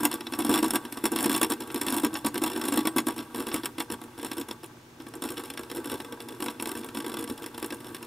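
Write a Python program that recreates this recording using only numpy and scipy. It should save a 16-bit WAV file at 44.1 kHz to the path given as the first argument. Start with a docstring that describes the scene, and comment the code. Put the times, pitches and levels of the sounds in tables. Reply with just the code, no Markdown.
"""In a quiet room with a faint mains hum, a spinning top circles in a thin plastic bowl.
Its unbalanced tip rubs, skips and taps the bowl about once a turn. Each impact excites the bowl's
damped modes, a low boom and a higher knock, and shakes the top's loose parts: the plastic clacks
and the metal rings jingle. Short echoes follow, and two close microphone ports give the stereo image."""
import sys
import numpy as np
from scipy import signal
from scipy.fft import rfft, irfft, next_fast_len
from scipy.io import wavfile
from scipy.ndimage import uniform_filter1d

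SR = 44100
rng = np.random.default_rng(int(sys.argv[2]) if len(sys.argv) > 2 else 0)


def transcribe(signal):
    """Save signal, clipped to [-1, 1], as a 16-bit WAV file at the path in sys.argv[1]."""
    frames = np.atleast_2d(signal).T
    limited = np.clip(frames, -1, 1)
    pcm = np.round(limited * 32767).astype(np.int16)
    wavfile.write(sys.argv[1], SR, pcm)


N = 355666
RISE_S, BOOM_LEAD_S = 0.001425, 0.00348  # rattle and knock, and the boom, begin this long before a tap


def gain_of(db):
    """Amplitude ratio of a level in decibels."""
    return 10 ** (np.asarray(db) / 20)


def unit_rms(x):
    """Normalisation to an rms of 1."""
    return x / np.sqrt(np.mean(x ** 2) + 1e-20)


def curve_at(points, hz):
    """Interpolation of a spectrum on a logarithmic frequency axis."""
    point_hz, value = np.transpose(points)
    return np.interp(np.log(hz + 1), np.log(point_hz + 1), value)


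def resonator(x, hz, bandwidth_hz):
    """Damped oscillator: a unit impulse leaves a decaying sine of amplitude 1."""
    r, w = np.exp(-np.pi * bandwidth_hz / SR), 2 * np.pi * hz / SR
    return signal.lfilter([0, np.sin(w)], [1, -2 * r * np.cos(w), r * r], x)


def minimum_phase(spectrum):
    """Causal impulse response, peak 1: its phase is the Hilbert transform of the log gain."""
    db = np.maximum(curve_at(spectrum, abs(np.fft.fftfreq(4096, 1 / SR))), -100)
    response = np.fft.ifft(np.exp(np.conj(signal.hilbert(np.log(gain_of(db)))))).real[:2048]
    return response / abs(response).max()


def decay(x, ms):
    """Exponential relaxation: each impulse dies away with this time constant."""
    return signal.lfilter([1], [1, -np.exp(-1000 / (ms * SR))], x)


def room_noise():
    """Partly coherent noise: hiss and rumble with faint drifting patches, plus the tones of mains hum."""
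    spectrum = [(12, -44), (20, -16), (49, -21), (86, -17), (104, -1), (123, -6), (177, -18), (241, -30),
                (270, -11), (410, -18), (574, -20), (1530, -23), (4540, -31.5), (6180, -31), (11000, -42.5),
                (16000, -40)]  # background noise: frequency_hz, relative_density_db
    coherence = [(60, 1), (240, 0.95), (950, 0.057), (3770, 0.26), (15000, 1)]  # likeness of left and right: frequency_hz, correlation
    hum_tones = [(119.5, -60.5), (238, -61.5)]  # mains hum: pitch_hz, rms_db
    frames, hz = N // 256 + 5, np.fft.rfftfreq(1024, 1 / SR)
    a, b, c, d, patches = rng.standard_normal((frames, 513, 5)).T
    patches = unit_rms(uniform_filter1d(uniform_filter1d(patches, size=12, axis=0), size=14, axis=1))
    alike = np.clip(curve_at(coherence, hz), -1, 1)[:, None]
    left = a + 1j * b
    right = alike * left + np.sqrt(1 - alike ** 2) * (c + 1j * d)
    bands = np.array([left, right]) * gain_of(curve_at(spectrum, hz)[:, None] + 0.27 * patches)
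    hiss = gain_of(-53.5) * unit_rms(signal.istft(bands, nperseg=1024, noverlap=768)[1][:, :N])
    t = np.arange(N) / SR
    return hiss + sum(np.sqrt(2) * gain_of(db) * np.sin(2 * np.pi * f * t) for f, db in hum_tones)


def echoes(x):
    """Reverberation: sparse reflections of random sign, each band dying at its own rate."""
    decay_times = [(200, 0.1), (1400, 0.074), (4000, 0.033), (10000, 0.023)]  # reverberation time: frequency_hz, t60_s
    reflections = np.zeros((2, SR // 2))
    at = np.arange(100, SR // 2 - 20, 20) + rng.integers(0, 20, (2, (SR // 2 - 101) // 20))
    np.put_along_axis(reflections, at, rng.choice([-1., 1.], at.shape), 1)
    hz, t, bands = signal.stft(reflections, SR, nperseg=256)
    tail = signal.istft(bands * gain_of(-60 * t / curve_at(decay_times, hz)[:, None]), SR, nperseg=256)[1]
    split_rad = 0.15  # close ports hear much the same echoes; 0 is alike
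    tail[1] = np.cos(split_rad) * tail[0] + np.sin(split_rad) * tail[1]
    return signal.fftconvolve(x[None], tail / np.linalg.norm(tail[0]), axes=1)[:, :N]


def microphone_ports(x):
    """Stereo cues: the two ports differ a little in phase and level."""
    phase_lead = [(60, 0.1), (250, 0.18), (450, 0.34), (1100, 0.51), (2000, 0.26), (5000, 0.16),
                  (7000, 0.39), (10000, 0.017), (16000, 0.022)]  # phase difference: frequency_hz, left_lead_rad
    level_tilt = [(60, -.6), (700, -.5), (1290, .5), (2380, -.4), (4400, 0)]  # level difference: frequency_hz, left_minus_right_db
    size = next_fast_len(N + SR // 10)
    hz = np.fft.rfftfreq(size, 1 / SR)
    half = gain_of(curve_at(level_tilt, hz) / 2) * np.exp(.5j * curve_at(phase_lead, hz))
    return irfft(rfft(x, size) * np.array([half, 1 / half]), size)[:, :N]


def tip_path():
    """Sliding contact: the rubbing amplitude and the distance from the bowl's centre at each sample."""
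    path = [(0.0, -30.5, 0.8), (0.2, -42, 0.4), (0.56, -33.5, 1), (0.9, -41, 0.4), (1.3, -36.5, 0.98),
            (1.62, -41, 0.32), (1.95, -36.5, 0.8), (2.25, -44, 0.74), (2.62, -34.5, 0.57), (3.0, -43, 0.76),
            (3.281, -44, 0.41), (3.5, -38, 0.43), (3.8, -47.5, 0.52), (4.35, -46, 0.33), (4.9, -53.5, 0.56),
            (5.5, -44.5, 0.22), (6.64, -44, 0.4), (8.06, -44, 0.3)]  # course of the tip: time_s, rub_db, radius_fraction
    time_s, rub_db, radius = np.transpose(path)
    t = np.arange(N) / SR
    return gain_of(np.interp(t, time_s, rub_db)), np.clip(np.interp(t, time_s, radius), 0, 1)


def tip_grit(per_s, spread_db):
    """Shot noise: random small skips of the tip, a few of them large."""
    size = gain_of(spread_db * np.minimum(rng.exponential(1, N), 4))
    return unit_rms(size * rng.choice([-1., 1.], N) * (rng.random(N) < per_s / SR))


def tip_taps(turns):
    """Rotating imbalance: after a landing the tip taps and rebounds once a turn, as a rule ever weaker."""
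    # landings of the tip: start_s, rattle_db, boom_over_rattle_db, jingle_over_clack_db, loss_per_turn_db
    landings = [(0.0075, -32.5, 6.5, 2, 25), (0.0337, -24.5, 1, 7, -2), (0.0539, -14.5, -5, 5, 24),
                (0.1161, -24.5, -9, -5, 8), (0.1296, -28.5, -9, -3, 8), (0.1416, -25.5, -1, 8, 14),
                (0.209, -30.5, -1, -7.5, 28), (0.2693, -28, -9, -12, 39), (0.3242, -32.5, 3.5, -4, 8),
                (0.3377, -26.5, -4, -5.5, 14), (0.3909, -23.5, 0.5, 8, 5.5), (0.4496, -25, 2.5, 3, 9),
                (0.4954, -24, 7.5, 1.5, 3), (0.5411, -20, -1, 0, 2.5), (0.5895, -25.5, 2.5, -0.5, 18),
                (0.6297, -22, 4.5, -0.5, 8), (0.6445, -23, 3, 2, 8.5), (0.682, -30, -7, 3, 26),
                (0.7077, -22, -9, 2.5, 23), (0.737, -25, 1.5, 9, -3), (0.7579, -18, -5, 0.5, 20),
                (0.8527, -32.5, 0.5, -7, 24), (0.9256, -30, -8, 2.5, 18), (0.9736, -30.5, -1.5, -5.5, 18),
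                (1.0413, -26, 7.5, 1, 8), (1.0563, -18.5, -5, -1, 13), (1.12, -27.5, 6.5, 7, 7),
                (1.1618, -21.5, -1.5, -2, 15), (1.1891, -24.5, -2, -2, 3), (1.229, -24, -6, 9, -0.5),
                (1.2603, -20, 3, 4, 19), (1.297, -23.5, 4, -1.5, 3.5), (1.33, -23.5, -2, 5, 0),
                (1.3643, -20.5, -3.5, 8, 10.5), (1.4157, -21.5, 1.5, 0, 8), (1.4324, -17.5, -3, 0.5, 12.5),
                (1.5016, -24, 0, 4, -1), (1.5214, -21, -2.5, -1, 18), (1.6064, -31.5, 1, -2, 8.5),
                (1.6758, -39.5, 1, 1, 21), (1.7036, -33, -1, -12, 10), (1.746, -30.5, 7, 1, 8),
                (1.7609, -29, 0.5, -1.5, 7.5), (1.815, -22.5, -4, 1.5, 10), (1.8673, -27.5, 0.5, 0, 1),
                (1.9257, -25.5, 2, 3, 4), (1.9667, -24.5, 1.5, 6, 5.5), (2.0357, -28.5, 12, 0, 8),
                (2.0487, -21.5, 2.5, 0.5, 17), (2.132, -36.5, -5, -6, -10), (2.1548, -25, -7, -15, 8.5),
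                (2.2485, -23.5, 0, -5, 4), (2.2675, -23, -2, -1, 14), (2.3448, -29.5, -1, -3, 8),
                (2.3577, -27.5, 3.5, -4.5, 8), (2.3797, -29, -7, 1, 25), (2.42, -28, 8.5, 1, 4),
                (2.439, -20.5, -2.5, 2.5, 27), (2.4635, -24.5, -3.5, -3, 10), (2.5007, -33.5, 2, 0, 3),
                (2.5625, -29.5, 5, -8, 6.5), (2.6158, -25.5, -7, -5, 20), (2.64, -29, 0, -1, 2.5),
                (2.685, -24, 1, 1.5, 17), (2.7239, -24, 2, -3.5, 4), (2.7759, -21, 1.5, 0.5, 8),
                (2.7914, -26, 4, -3, 10), (2.8553, -26, 4.5, -1, 8), (2.873, -19, -2, -3, 24),
                (2.9644, -25.5, 7.5, 3, 0), (2.9847, -19, -5, 1, 17), (3.07, -24, 4, 5, 6.5),
                (3.164, -37.5, 5, 0, 3), (3.1915, -31.5, 1, -10, 7.5), (3.3478, -31, 0.5, -3, 8),
                (3.3608, -33.5, 3, 4, 2), (3.4047, -30, 2, 4, 9.5), (3.4697, -27.5, -1.5, -5, 9),
                (3.517, -29, -3.5, -17, 10), (3.544, -24, 2, 2, 8), (3.6357, -30.5, 1.5, -7, 2),
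                (3.6586, -22.5, -10, 1.5, 29), (3.7843, -29, 1, -7, 6), (3.8043, -24, -3, -3.5, 14),
                (3.9028, -31.5, 4.5, -7, 3), (3.941, -37.5, 2, 0, 20), (4.0167, -38.5, 1, -5, 19),
                (4.0398, -39.5, -2, 6, 25), (4.18, -39.5, 3.5, -5, 3), (4.2307, -33.5, 3, -4, 8),
                (4.2486, -29, 0, -1.5, 7.5), (4.3167, -26, -3.5, -6, 13), (4.3707, -34, 1, 1, 8),
                (4.3831, -32.5, 4.5, 0, 8.5), (4.414, -33, 3, -2.5, 17), (4.487, -35.5, 1, 3, 12),
                (4.5119, -29.5, -2, -5, 18), (4.634, -36.5, 0.5, -10, 8), (4.6435, -39.5, -2, 1.5, 13),
                (5.0023, -40.5, 6.5, -9, 10), (5.0678, -41, 4, -6, 8.5), (5.1394, -37.5, 0, -8, 8),
                (5.1546, -37.5, 1.5, 11, 16), (5.223, -30.5, 1, -0.5, 8), (5.24, -29.5, 2, -1, 5.5),
                (5.2896, -30, -10, -2, 8), (5.305, -32.5, 2, 3, 7), (5.3719, -33, -5, -6, 1),
                (5.3802, -31, 1, -6, 7), (5.4384, -35, 1.5, -4, 5.5), (5.503, -28.5, -9, -5.5, 30),
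                (5.5387, -37, -3, -1, 32), (5.5758, -27, -14, -9.5, 8), (5.5946, -35, 5, -2, 12),
                (5.6346, -37.5, -6, -6, 21), (5.701, -33, -6, -7, 8), (5.716, -30.5, 0, -3.5, 17),
                (5.7504, -37, 2.5, 2, -2.5), (5.7808, -38.5, 8.5, -1, 8), (5.8451, -35.5, -8, -1, 11),
                (5.8581, -35, 6, 2, 5.5), (5.8991, -31.5, -1, 0, 7), (5.919, -29.5, 3, 0, 5.5),
                (6.0033, -30.5, -3.5, -8, 16), (6.0485, -39, 2, -6, 11), (6.1253, -33.5, 1.5, -8, 25),
                (6.2046, -34.5, -3, -4, 11), (6.288, -32, -11, -5, 5), (6.3078, -43, 7.5, -3, 4.5),
                (6.4045, -31, 1, -2, 13), (6.4256, -27, 1, 4.5, 8), (6.4423, -32.5, 0, 7, 10),
                (6.4624, -30, 1.5, -1, 20), (6.4845, -29, 0, -7, 9), (6.6003, -28, -4.5, -9, 15),
                (6.6258, -27.5, 0, 4, 22), (6.658, -30.5, -3, -3, 8), (6.6741, -31.5, 1.5, 2, 3.5),
                (6.7166, -31, 2, 1, 17), (6.7536, -33.5, 3, -1, 3.5), (6.835, -36, -3, -15, 8),
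                (6.8463, -37.5, 4, 3, 9), (6.8888, -35, -5, -8, 24), (6.9496, -29.5, -4, -2, 15),
                (6.9725, -28.5, 2, -1.5, 8), (6.987, -34, 0.5, 5, 4.5), (7.046, -32, 3.5, -6, 8),
                (7.0649, -32.5, 3.5, 0, 8), (7.0812, -34.5, 4, 5, 2), (7.1192, -35, 2, -5, 12),
                (7.1421, -32, 3.5, -1, 21), (7.1716, -30.5, 0.5, -3, 5), (7.2267, -33, 3.5, -5, 8),
                (7.242, -33, -4, 2, 29), (7.2776, -33.5, -3, -8, 8), (7.3003, -32, 5.5, 1, 9.5),
                (7.3787, -36.5, -7, -3.5, 17), (7.4228, -37.5, 3, -6, 0.5), (7.463, -31.5, -0.5, -2.5, 19),
                (7.5467, -35, -4, -6, 34), (7.5802, -33, -1.5, 1, 11), (7.6281, -31.5, 5, -2, 8),
                (7.6457, -32.5, 6.5, 0, 8), (7.662, -33, -7, 11, 17), (7.706, -30.5, -4, -7, 8),
                (7.7253, -31.5, 2.5, -2, 10), (7.8059, -40, 1, -3, 22), (7.8462, -38, 1.5, -7, 5),
                (7.8689, -39.5, 3.5, 1, 5), (7.9479, -30.5, -5.5, -5, 14), (8.0284, -36, -0.5, -1, 14)]
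    start_s, rattle_db, boom_over_db, bright_db, loss_db = np.transpose(landings)[:, :, None]
    spin_hz, slowing_hz_per_s = 57, 1.0
    rebound_turns, jitter_turns, spread_db = 0.66, 0.09, 2.0
    step = np.arange(2 * turns + 1)
    later, rebound = step > 0, step % 2
    turn = step // 2 + rebound_turns * rebound
    turn_s = 1 / (spin_hz - slowing_hz_per_s * start_s)
    late, jingle, clack, boom, knock = np.moveaxis(rng.standard_normal((len(start_s), len(step), 5)), 2, 0)
    tap_s = start_s + (turn + jitter_turns * later * np.clip(late, -2, 2)) * turn_s
    level_db = rattle_db - loss_db * turn
    jingle_db = level_db + np.where(later, spread_db * jingle, np.minimum(bright_db, 0)) - 5 * rebound
    clack_db = level_db + np.where(later, spread_db * clack, -np.maximum(bright_db, 0)) - 6.5 * rebound
    boom_db = level_db + boom_over_db + spread_db * later * boom - 2 * rebound
    knock_db = level_db + 0.49 * boom_over_db + spread_db * knock - 0.5 * rebound
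    before_next = start_s + (turn + .35) * turn_s < np.append(start_s[1:], N / SR)[:, None]
    return [column[~later | before_next] for column in (tap_s, jingle_db, clack_db, boom_db, knock_db)]


def rattle(colour, modes, tap_s, tap_db, rub_db, modes_db, rise_ms, fall_ms, spread_db):
    """Source and filter: loose parts chatter at each tap, heard through a broad colour and narrow modes."""
    rub, _ = tip_path()
    mode_mix = rng.standard_normal((len(tap_s), len(modes)))
    roughness = gain_of(2.92 * unit_rms(uniform_filter1d(rng.standard_normal(N), size=30)))
    rubbing = gain_of(rub_db) * rub * tip_grit(per_s=6000, spread_db=4.0)
    onsets = np.clip(np.round((tap_s - RISE_S) * SR).astype(int), 0, N - 1)

    def chatter(db):
        """Amplitude-modulated noise: a burst at each tap, over the rubbing."""
        hits = np.zeros(N)
        np.add.at(hits, onsets, gain_of(db))
        skid = gain_of(-12) * decay(hits[::-1], ms=2.2)[::-1] * (1 - np.sign(hits))  # the tip slides in
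        envelope = decay(hits, fall_ms) - 0.21 * decay(hits, rise_ms) + skid
        return envelope * roughness * rng.standard_normal(N) + rubbing

    sound = signal.oaconvolve(chatter(tap_db), minimum_phase(colour))[:N]
    for k, (hz, bandwidth_hz, db) in enumerate(modes):
        shake = chatter(tap_db + spread_db * mode_mix[:, k])
        sound += gain_of(db + modes_db) * np.sqrt(bandwidth_hz / SR) * resonator(shake, hz, bandwidth_hz)
    return sound


def plastic_clack(tap_s, tap_db):
    """Forced vibration: chatter drives the resonances of the top's plastic body."""
    colour = [(710, -23.5), (1200, -9), (1590, -3.5), (2150, -5.5), (3410, -4.5), (4910, -12.5),
              (5400, 0.5), (6200, -24), (8060, -45), (13600, -120)]  # broad spectrum of the clack: frequency_hz, density_db
    modes = [(2737, 68, 9), (3430, 170, 11.5), (3900, 50, -1), (4180, 66, -3), (4640, 25, -8),
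             (5430, 100, 2)]  # body modes: pitch_hz, bandwidth_hz, level_db
    return rattle(colour, modes, tap_s, tap_db, rub_db=-29.0, modes_db=3,
                  rise_ms=0.79, fall_ms=4.19, spread_db=1.5)


def metal_jingle(tap_s, tap_db):
    """Forced vibration: chatter drives the high resonances of the top's loose metal rings."""
    colour = [(3820, -35), (6500, -11), (8370, 3), (9090, 0.5), (10600, 2.5), (14100, -3.5), (15200, -10),
              (16000, -17.5)]  # broad spectrum of the jingle: frequency_hz, density_db
    modes = [(6790, 24, -4), (7240, 90, -6), (7450, 78, 2), (8140, 16, 3.5), (8760, 180, -5),
             (8740, 40, -5), (10230, 280, 4), (10650, 60, -1), (12400, 120, -8), (13580, 20, 4),
             (14700, 45, -3)]  # ring modes: pitch_hz, bandwidth_hz, level_db
    return rattle(colour, modes, tap_s, tap_db, rub_db=-22.5, modes_db=-3.5,
                  rise_ms=0.4, fall_ms=3.04, spread_db=4.5)


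def struck_bowl(modes, tap_s, tap_db, rub_db, early_s, spread_db, detune, push_ms, damp_ms):
    """Modal superposition: the spot struck sets the mix of modes, and the next contact damps them."""
    rub, radius = tip_path()
    hz, bandwidth_hz, rim_db, centre_db = np.transpose(modes)[:, :, None]
    skips = gain_of(rub_db) * rub * tip_grit(per_s=310, spread_db=3.0)
    sound = np.zeros(N)
    for k in range(len(modes)):
        coupling = gain_of(centre_db[k] + (rim_db[k] - centre_db[k]) * radius)
        sound += (-1) ** k * resonator(skips * coupling, hz[k, 0], bandwidth_hz[k, 0])
    starts, t = np.clip(tap_s - early_s, 0, (N - 1) / SR), np.arange(SR // 12) / SR
    gaps = abs(np.diff(starts, append=np.inf))
    chance = rng.standard_normal((len(tap_s), 3, len(modes), 1))
    grips = np.minimum(gain_of(np.diff(tap_db, append=0) - 2.0), 1)  # a light next touch damps less
    for start_s, free_s, grip, db, (spot, load, phase) in zip(starts, gaps, grips, tap_db, chance):
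        at = round(start_s * SR)
        size = gain_of(centre_db + (rim_db - centre_db) * radius[at] + spread_db * spot)
        loaded_hz = hz * (1 + detune * load)  # the top's weight shifts each mode a little
        partials = size * np.exp(-np.pi * bandwidth_hz * t) * np.sin(2 * np.pi * (loaded_hz * t + phase))
        blow = partials.sum(axis=0) * (1 - np.exp(-1000 * t / push_ms))  # the tip presses in gradually
        blow *= gain_of(db) / np.std(blow[:SR // 100])  # the tap sets the level, whatever the mix
        blow *= np.exp(-1000 * grip * np.maximum(t - free_s, 0) / damp_ms)
        sound[at:at + len(blow)] += blow[:N - at]
    return sound


def wall_knock(tap_s, tap_db):
    """Impact excitation: the higher modes of the bowl's wall die quickly, as a knock."""
    modes = [(623, 81, -1, -0.5), (779, 38.4, 2.5, -3), (873, 85, 6, 7), (990, 51, 2, 1),
             (1131, 60, 3.5, 0.5), (1321, 79, -1, 2.5), (1572, 46, -0.5, 2)]  # wall modes: pitch_hz, bandwidth_hz, struck_off_centre_db, struck_centre_db
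    return struck_bowl(modes, tap_s, tap_db, rub_db=-36.5, early_s=RISE_S,
                       spread_db=2.0, detune=0.027, push_ms=1.0, damp_ms=12.0)


def bowl_boom(tap_s, tap_db):
    """Impact excitation: the low modes of the thin bowl ring longer, as a boom."""
    modes = [(87, 22.6, -23, -11), (125, 40, -27, -26), (231.3, 19, -6.5, -13), (287.7, 25, -2.5, -2),
             (308, 29.8, 8, -4.5), (345.5, 51, -3, 5), (404, 33.3, -6, 2.5), (441, 31, -19.5, 7),
             (481.3, 8.8, -20.5, -10.5)]  # low modes: pitch_hz, bandwidth_hz, struck_off_centre_db, struck_centre_db
    return struck_bowl(modes, tap_s, tap_db, rub_db=-30.0, early_s=BOOM_LEAD_S,
                       spread_db=2.5, detune=0.036, push_ms=1.57, damp_ms=14.0)


def scene():
    """Superposition of the direct sound of bowl and top, their echoes and the room noise."""
    tap_s, jingle_db, clack_db, boom_db, knock_db = tip_taps(turns=4)
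    direct = bowl_boom(tap_s, boom_db - 6.5) + wall_knock(tap_s, knock_db - 11.0)
    direct += plastic_clack(tap_s, clack_db - 14.0) + metal_jingle(tap_s, jingle_db - 6.0)
    bass_cut = signal.butter(3, 70, "high", fs=SR, output="sos")  # a small bowl radiates no deep bass
    direct = signal.sosfilt(bass_cut, direct)
    return microphone_ports(direct) + gain_of(-10) * echoes(direct) + room_noise()


def record(dry):
    """Band limiting: a steep linear-phase low-pass removes the highest treble."""
    low_pass = signal.firwin(511, cutoff=15760, window=("kaiser", 9), fs=SR)
    return signal.oaconvolve(dry, low_pass[None], "same")


dry = scene()
out = record(dry)
transcribe(out)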